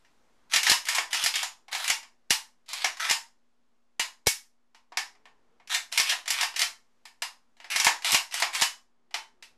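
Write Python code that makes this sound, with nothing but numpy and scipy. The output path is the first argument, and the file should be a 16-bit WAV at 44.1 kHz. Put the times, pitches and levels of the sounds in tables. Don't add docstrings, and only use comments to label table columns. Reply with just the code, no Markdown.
import sys
import numpy as np
from scipy import signal
from scipy.fft import rfft, irfft
from scipy.io import wavfile
from scipy.ndimage import uniform_filter1d

SR = 44100
rng = np.random.default_rng(int(sys.argv[2]) if len(sys.argv) > 2 else 0)


def wrap_up_sound(samples):
    columns = np.atleast_2d(samples).T
    tamed = np.clip(columns, -1, 1)
    steps = np.round(tamed * 32767).astype(np.int16)
    wavfile.write(sys.argv[1], SR, steps)


N = 422037

# (time [s], strength [dB], brightness [dB/octave], hollow of the receiver [dB])
BLOWS = [(.047, -50, -4.5, 0), (.535, -8, 0, -3), (.559, -6, 1, -0.5), (.63, -13, 2.5, -7),
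         (.666, -7.5, 0, -2), (.674, -14, -1.5, -0.5), (.696, -4.5, 4, -3.5), (.716, -6, 0.9, 1.5),
         (.852, -25, 2.5, -5), (.885, -11.5, 3, 7.5), (.947, -14, 3.5, 11.5), (.981, -11.5, -3, 3.5),
         (1.129, -12.5, 0, -5), (1.144, -13.5, -0.5, 5), (1.238, -12.5, 7.5, -13), (1.26, -8.5, 0.9, 0),
         (1.355, -14.5, 1, -5), (1.429, -15, 1.5, 9.5), (1.681, -36, -3.5, 7.5), (1.727, -19, -1, -5.5),
         (1.748, -16, 0, 4.5), (1.841, -19, 2, 3), (1.878, -13, 1.5, 1), (1.899, -7.5, 0.7, 0.2),
         (2.028, -36.5, -1.5, 4), (2.298, -30.5, 4, -1), (2.305, -4.5, 3, 4), (2.66, -51.5, 0, -6.5),
         (2.688, -32, 4.5, 8.5), (2.731, -19.5, 2, 7), (2.843, -8.5, -1.4, 3.5), (2.969, -31, 0, 4.5),
         (3.049, -20, -1, 5), (3.096, -10.5, 1, 3), (3.109, -7.5, 1.5, 4.5), (3.995, -11, 0.2, -1),
         (4.261, -24, -0.5, 0), (4.268, -5.5, 5.5, 3.5), (4.746, -41.5, -2.5, 7), (4.92, -33.5, -6.5, 8.5),
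         (4.971, -11, -0.5, 3.5), (5.15, -50.5, -6, 4), (5.254, -38.5, -6, 1.5), (5.598, -46, -8, 2),
         (5.673, -35.5, .3, -4), (5.745, -12, 1, -1.5), (5.924, -19.5, 1.5, -2.5), (5.975, -6, 2, -2),
         (5.998, -7.5, 0.5, -1.5), (6.095, -13, 2, -7), (6.121, -16.5, -3, 2.5), (6.257, -30, -1.3, 0),
         (6.277, -16, 1.5, -3), (6.303, -10.5, 4, 4), (6.409, -12, 1.4, 5), (6.429, -13.5, 0.5, 9),
         (6.54, -31, -4, -6), (6.561, -16.5, 1.1, -15), (6.592, -11.5, 3, -7.5), (6.616, -9, 1.1, 1.5),
         (7.053, -32.5, 0.5, 5), (7.22, -15.5, 1, 10), (7.567, -50.5, -1.5, 3.5), (7.6, -35.5, -5, -4),
         (7.642, -32, -4.5, -1.5), (7.759, -9.5, 1.5, 2), (7.798, -9.5, 1, 2), (7.845, -7.5, 3.5, 6.5),
         (7.866, -3, -2.5, 1.5), (8.021, -29, -0.5, 4), (8.045, -12.5, 0.5, 3), (8.118, -11, 9, 0),
         (8.13, -13.5, 2, -2.5), (8.144, -5, 0.5, 3.5), (8.31, -32, 0.5, 2.5), (8.34, -14.5, 2.5, 6),
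         (8.399, -17.5, 4.5, 15.5), (8.421, -8, -2, 6.5), (8.548, -15.5, .7, 6.5), (8.611, -12.5, 1.9, 5.5),
         (8.619, -5, 1.5, 5.5), (9.108, -44.5, -3.5, 3.5), (9.141, -15, -2, 2.5),
         (9.424, -32.5, -0.3, -3.5)]
# (frequency [Hz], relative level [dB])
STEEL_COLOUR = [(150, -53), (250, -25), (328, -16.5), (377, -19.5), (587, -14.5), (696, -3), (1400, -3),
                (1910, 5), (4250, 0), (5040, 1), (11800, -11), (14000, -24), (14800, -68.5)]
# (frequency [Hz], relative level [dB], t60 [s])
RECEIVER_MODES = [(933, -3, 0.063), (1058, -7.5, 0.086), (1810, -4.5, .05), (2208, -1, 0.099),
                  (2870, -1, 0.11), (4080, -6, 0.024), (5030, -4.5, 0.045), (5670, -10, 0.089),
                  (6970, -2, .04)]
# (start [s], end [s], midway level [dB], swell over the stroke [dB])
STROKES = [(.496, 0.553, -36.5, 35), (0.633, 0.717, -30, 8.5), (0.863, 0.994, -36, -0.5),
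           (1.104, 1.252, -37, 7), (1.337, 1.449, -38, -8), (1.712, 1.908, -40, 5.5), (2.68, 2.833, -43, 6),
           (2.995, 3.118, -35.5, -8), (5.695, 5.757, -31.5, 3), (5.914, 6.001, -38, 7),
           (6.015, 6.117, -36.5, 18.5), (6.275, 6.433, -38, 13.5), (6.556, 6.623, -38.5, 14),
           (7.699, 7.856, -35, -6.5), (8.04, 8.142, -31, 0), (8.321, 8.42, -38.5, -7.5),
           (8.526, 8.609, -35.5, 2)]
# (frequency [Hz], relative level [dB])
RAIL_COLOUR = [(150, -73), (250, -38), (733, -2.5), (2110, 2.5), (3770, -0.5), (5300, -6), (11800, -18),
               (13800, -32), (14800, -60)]
# (time [s], strength [dB])
THUMPS = [(.558, -31), (.697, -21), (.715, -19.5), (1.24, -33.5), (1.899, -35.5), (2.307, -17.5),
          (3.11, -25.5), (3.996, -26), (4.269, -15), (5.998, -24.5), (6.304, -42), (6.616, -42),
          (7.756, -36), (7.8, -33), (7.867, -20), (8.132, -25), (8.144, -21.5), (8.621, -22.5)]
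# (frequency [Hz], t60 [s])
ROOM_DECAY = [(1000, 0.29), (2500, .22), (6000, 0.25), (12000, 0.23)]
# (frequency [Hz], noise density [dB])
HISS_COLOUR = [(20, -100), (60, -112), (120, -116), (200, -110), (330, -110), (520, -111), (1070, -112),
               (2400, -118), (7000, -122), (14000, -135)]
# (time [s], low gain [dB], treble gain [dB])
HISS_DRIFT = [(0, 7, 7), (.45, 10, 4), (1.599, 4, -1.5), (4.701, -1.1, -5.5), (5.3, 7.5, -3),
              (7.001, 3.5, 0.2), (9.001, 1.5, -7), (9.57, 7.5, -3.5)]
# (frequency [Hz], level [dB])
HUM_TONES = [(241, -82.5), (1082, -97.5), (3390, -103)]
# (start [s], end [s], first pitch [Hz], last pitch [Hz], level [dB])
PASSING_TONES = [(5.045, 5.601, 422, 458, -80), (8.948, 9.57, 385, 412, -82)]

SIZE = 8192
CHATTER_S, CHATTER_SPREAD_DB = .006, 0.82
HOLLOW_HZ, HOLLOW_OCTAVES = 944, 0.36
RING_DB, ROOM_DB = -11, 1.5
THUMP_S, LONGER_S_PER_DB = .0075, 0.04
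TONE_FADE_S, BAND_LIMIT_HZ = 0.05, 14300


def blows():
    t, hz = np.arange(SIZE) / SR, np.fft.rfftfreq(SIZE, 1 / SR)
    ring_t = t[:4096]
    mode_hz, mode_db, t60 = np.transpose(RECEIVER_MODES)[:, :, None]
    hollow = np.exp(-.5 * (np.log2((hz + 1) / HOLLOW_HZ) / HOLLOW_OCTAVES) ** 2)
    bands = np.exp(-.5 * (np.log((hz + 1) / mode_hz) / 0.057) ** 2)
    low_cut_db = -10 * np.log10(1 + (600 / (hz + 1)) ** 6)
    direct, scattered = np.zeros((2, N))
    for s, strength_db, bright_db, hollow_db in BLOWS:
        chatter_s = CHATTER_S * gain_of(CHATTER_SPREAD_DB * rng.standard_normal())
        noise, unevenness = rng.standard_normal((2, SIZE))
        drive, detune = rng.standard_normal((2, len(RECEIVER_MODES), 1))
        envelope = np.exp(-(t / max(chatter_s, .0005)) ** 1.8) * np.minimum(t / 0.0023, 1)
        contacts = noise * gain_of(2.9 * unevenness) * envelope
        colour_db = bright_db * tilt(hz) + hollow_db * hollow + ((1.9 + 1.7 * drive) * bands).sum(0)
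        crack_db = curve_at(STEEL_COLOUR, hz) + colour_db
        crack = unit_rms(coloured(contacts, crack_db))
        phase = 2 * np.pi * mode_hz * (1 + .03 * detune) * ring_t
        modes = gain_of(mode_db + 3 * drive - 60 * ring_t / t60) * np.sin(phase)
        struck = signal.fftconvolve(contacts, modes.sum(0))[:SIZE]
        ring = gain_of(RING_DB) * unit_rms(coloured(struck, colour_db + low_cut_db))
        scale = gain_of(strength_db) * 0.27 * np.sqrt(chatter_s * SR / SIZE)
        add(direct, s, scale * (crack + ring))
        smooth_crack = unit_rms(coloured(signal.unit_impulse(SIZE), crack_db))
        add(scattered, s + chatter_s / 2, scale * (smooth_crack + ring))
    return direct, scattered


def scraping():
    size, out = 2 * SIZE, np.zeros(N)
    t, hz = np.arange(size) / SR, np.fft.rfftfreq(size, 1 / SR)
    rail_db = curve_at(RAIL_COLOUR, hz) + 2.1 * tilt(hz)
    for start, end, level_db, swell_db in STROKES:
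        length = end - start
        push = gain_of(level_db + swell_db * (np.minimum(t / length, 1) - .5))
        push *= np.clip(t / 0.0043, 0, 1) * np.clip((length - t) / 0.00052, 0, 1)
        bands_db = 2.5 * smooth_noise(len(hz), 300)
        clumps = gain_of(3.1 * smooth_noise(size, 150))
        ticks = rng.standard_normal(size) * gain_of(4.5 * np.minimum(rng.exponential(1, size), 3.5))
        ticks *= rng.random(size) < .15
        add(out, start, push * unit_rms(coloured(ticks * clumps, rail_db + bands_db)))
    return out


def thumps():
    t, hz, out = np.arange(SIZE) / SR, np.fft.rfftfreq(SIZE, 1 / SR), np.zeros(N)
    bass_db = -10 * np.log10(1 + (hz / 700) ** 4) - 10 * np.log10(1 + (90 / (hz + 1)) ** 2)
    fade = np.hanning(SIZE // 2)[SIZE // 4:]
    for s, strength_db in THUMPS:
        length = max(THUMP_S + LONGER_S_PER_DB * (strength_db + 15), .001)
        burst = (rng.standard_normal(SIZE) - .15) * np.exp(-(t / length) ** 2)
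        thump = unit_rms(coloured(burst, bass_db))[:len(fade)] * fade
        add(out, s, gain_of(strength_db) * 0.5 * np.sqrt(length * SR / SIZE) * thump)
    return out


def room(x):
    turn = np.arange(N) / SR / .09
    out = np.zeros(N)
    for pattern in range(4):
        away = abs((turn - pattern + 2) % 4 - 2)
        share = np.cos(np.pi / 2 * np.minimum(away, 1))
        out += signal.fftconvolve(x * share, echoes())[:N]
    return out


def echoes():
    taps = np.zeros(SR // 2)
    slots = np.arange(120, len(taps) - 20, 12)
    taps[slots + rng.integers(0, 12, len(slots))] = rng.choice([-1., 1.], len(slots))
    hz, t, spectrum = signal.stft(taps, SR, nperseg=128)
    decay = gain_of(-60 * t / curve_at(ROOM_DECAY, hz)[:, None])
    tail = signal.istft(spectrum * decay, SR, nperseg=128)[1]
    return tail / np.linalg.norm(tail)


def hiss():
    t, hz = np.arange(N) / SR, np.fft.rfftfreq(N, 1 / SR)
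    spectrum = rfft(rng.standard_normal(N)) * gain_of(curve_at(HISS_COLOUR, hz)) * np.sqrt(SR / 2)
    low_share = 1 / (1 + (hz / 2000) ** 2)
    s, low_db, treble_db = np.transpose(HISS_DRIFT)
    low = gain_of(np.interp(t, s, low_db)) * irfft(spectrum * low_share, N)
    treble = gain_of(np.interp(t, s, treble_db)) * irfft(spectrum * (1 - low_share), N)
    return low + treble


def faint_tones():
    t, out = np.arange(N) / SR, np.zeros(N)
    waver = unit_rms(uniform_filter1d(smooth_noise(N, 1500), 1500))
    for hz, db in HUM_TONES:
        out += gain_of(db + 1.5 * waver) * np.sin(2 * np.pi * hz * t + .3 * waver[::-1])
    for start, end, first_hz, last_hz, db in PASSING_TONES:
        fade = np.clip(np.minimum(t - start, end - t) / TONE_FADE_S, 0, 1)
        hz = np.interp(t, [start, end], [first_hz, last_hz]) * (1 + 0.03 * waver)
        out += fade * gain_of(db + 3.3 * waver[::-1]) * np.sin(2 * np.pi * np.cumsum(hz) / SR)
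    return np.sqrt(2) * out


def gain_of(db):
    return 10 ** (np.asarray(db) / 20)


def unit_rms(x):
    return x / np.sqrt(np.mean(x ** 2) + 1e-20)


def smooth_noise(count, width):
    return unit_rms(uniform_filter1d(rng.standard_normal(count), width))


def curve_at(points, hz):
    point_hz, value = np.transpose(points)
    return np.interp(np.log(hz + 1), np.log(point_hz + 1), value)


def tilt(hz):
    return np.log2(np.clip(hz, 600, None) / 3000)


def add(mix, s, sound):
    part = mix[round(s * SR):][:len(sound)]
    part += sound[:len(part)]


def coloured(x, shape_db):
    cepstrum = irfft(np.maximum(shape_db, -100) * np.log(10) / 20)
    cepstrum[1:len(x) // 2] *= 2
    cepstrum[len(x) // 2 + 1:] = 0
    return irfft(rfft(x) * np.exp(rfft(cepstrum)), len(x))


def scene():
    direct, scattered = blows()
    rails = scraping()
    reverb = gain_of(ROOM_DB) * room(scattered + rails)
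    return (direct + rails + reverb + thumps() + hiss() + faint_tones())[None]


def record(dry):
    rounded = 0.9 * np.tanh(dry / 0.94) - .0006
    low_pass = signal.firwin(255, BAND_LIMIT_HZ, window=("kaiser", 9), fs=SR)
    return signal.oaconvolve(rounded, low_pass[None], "same")


dry = scene()
out = record(dry)
wrap_up_sound(out)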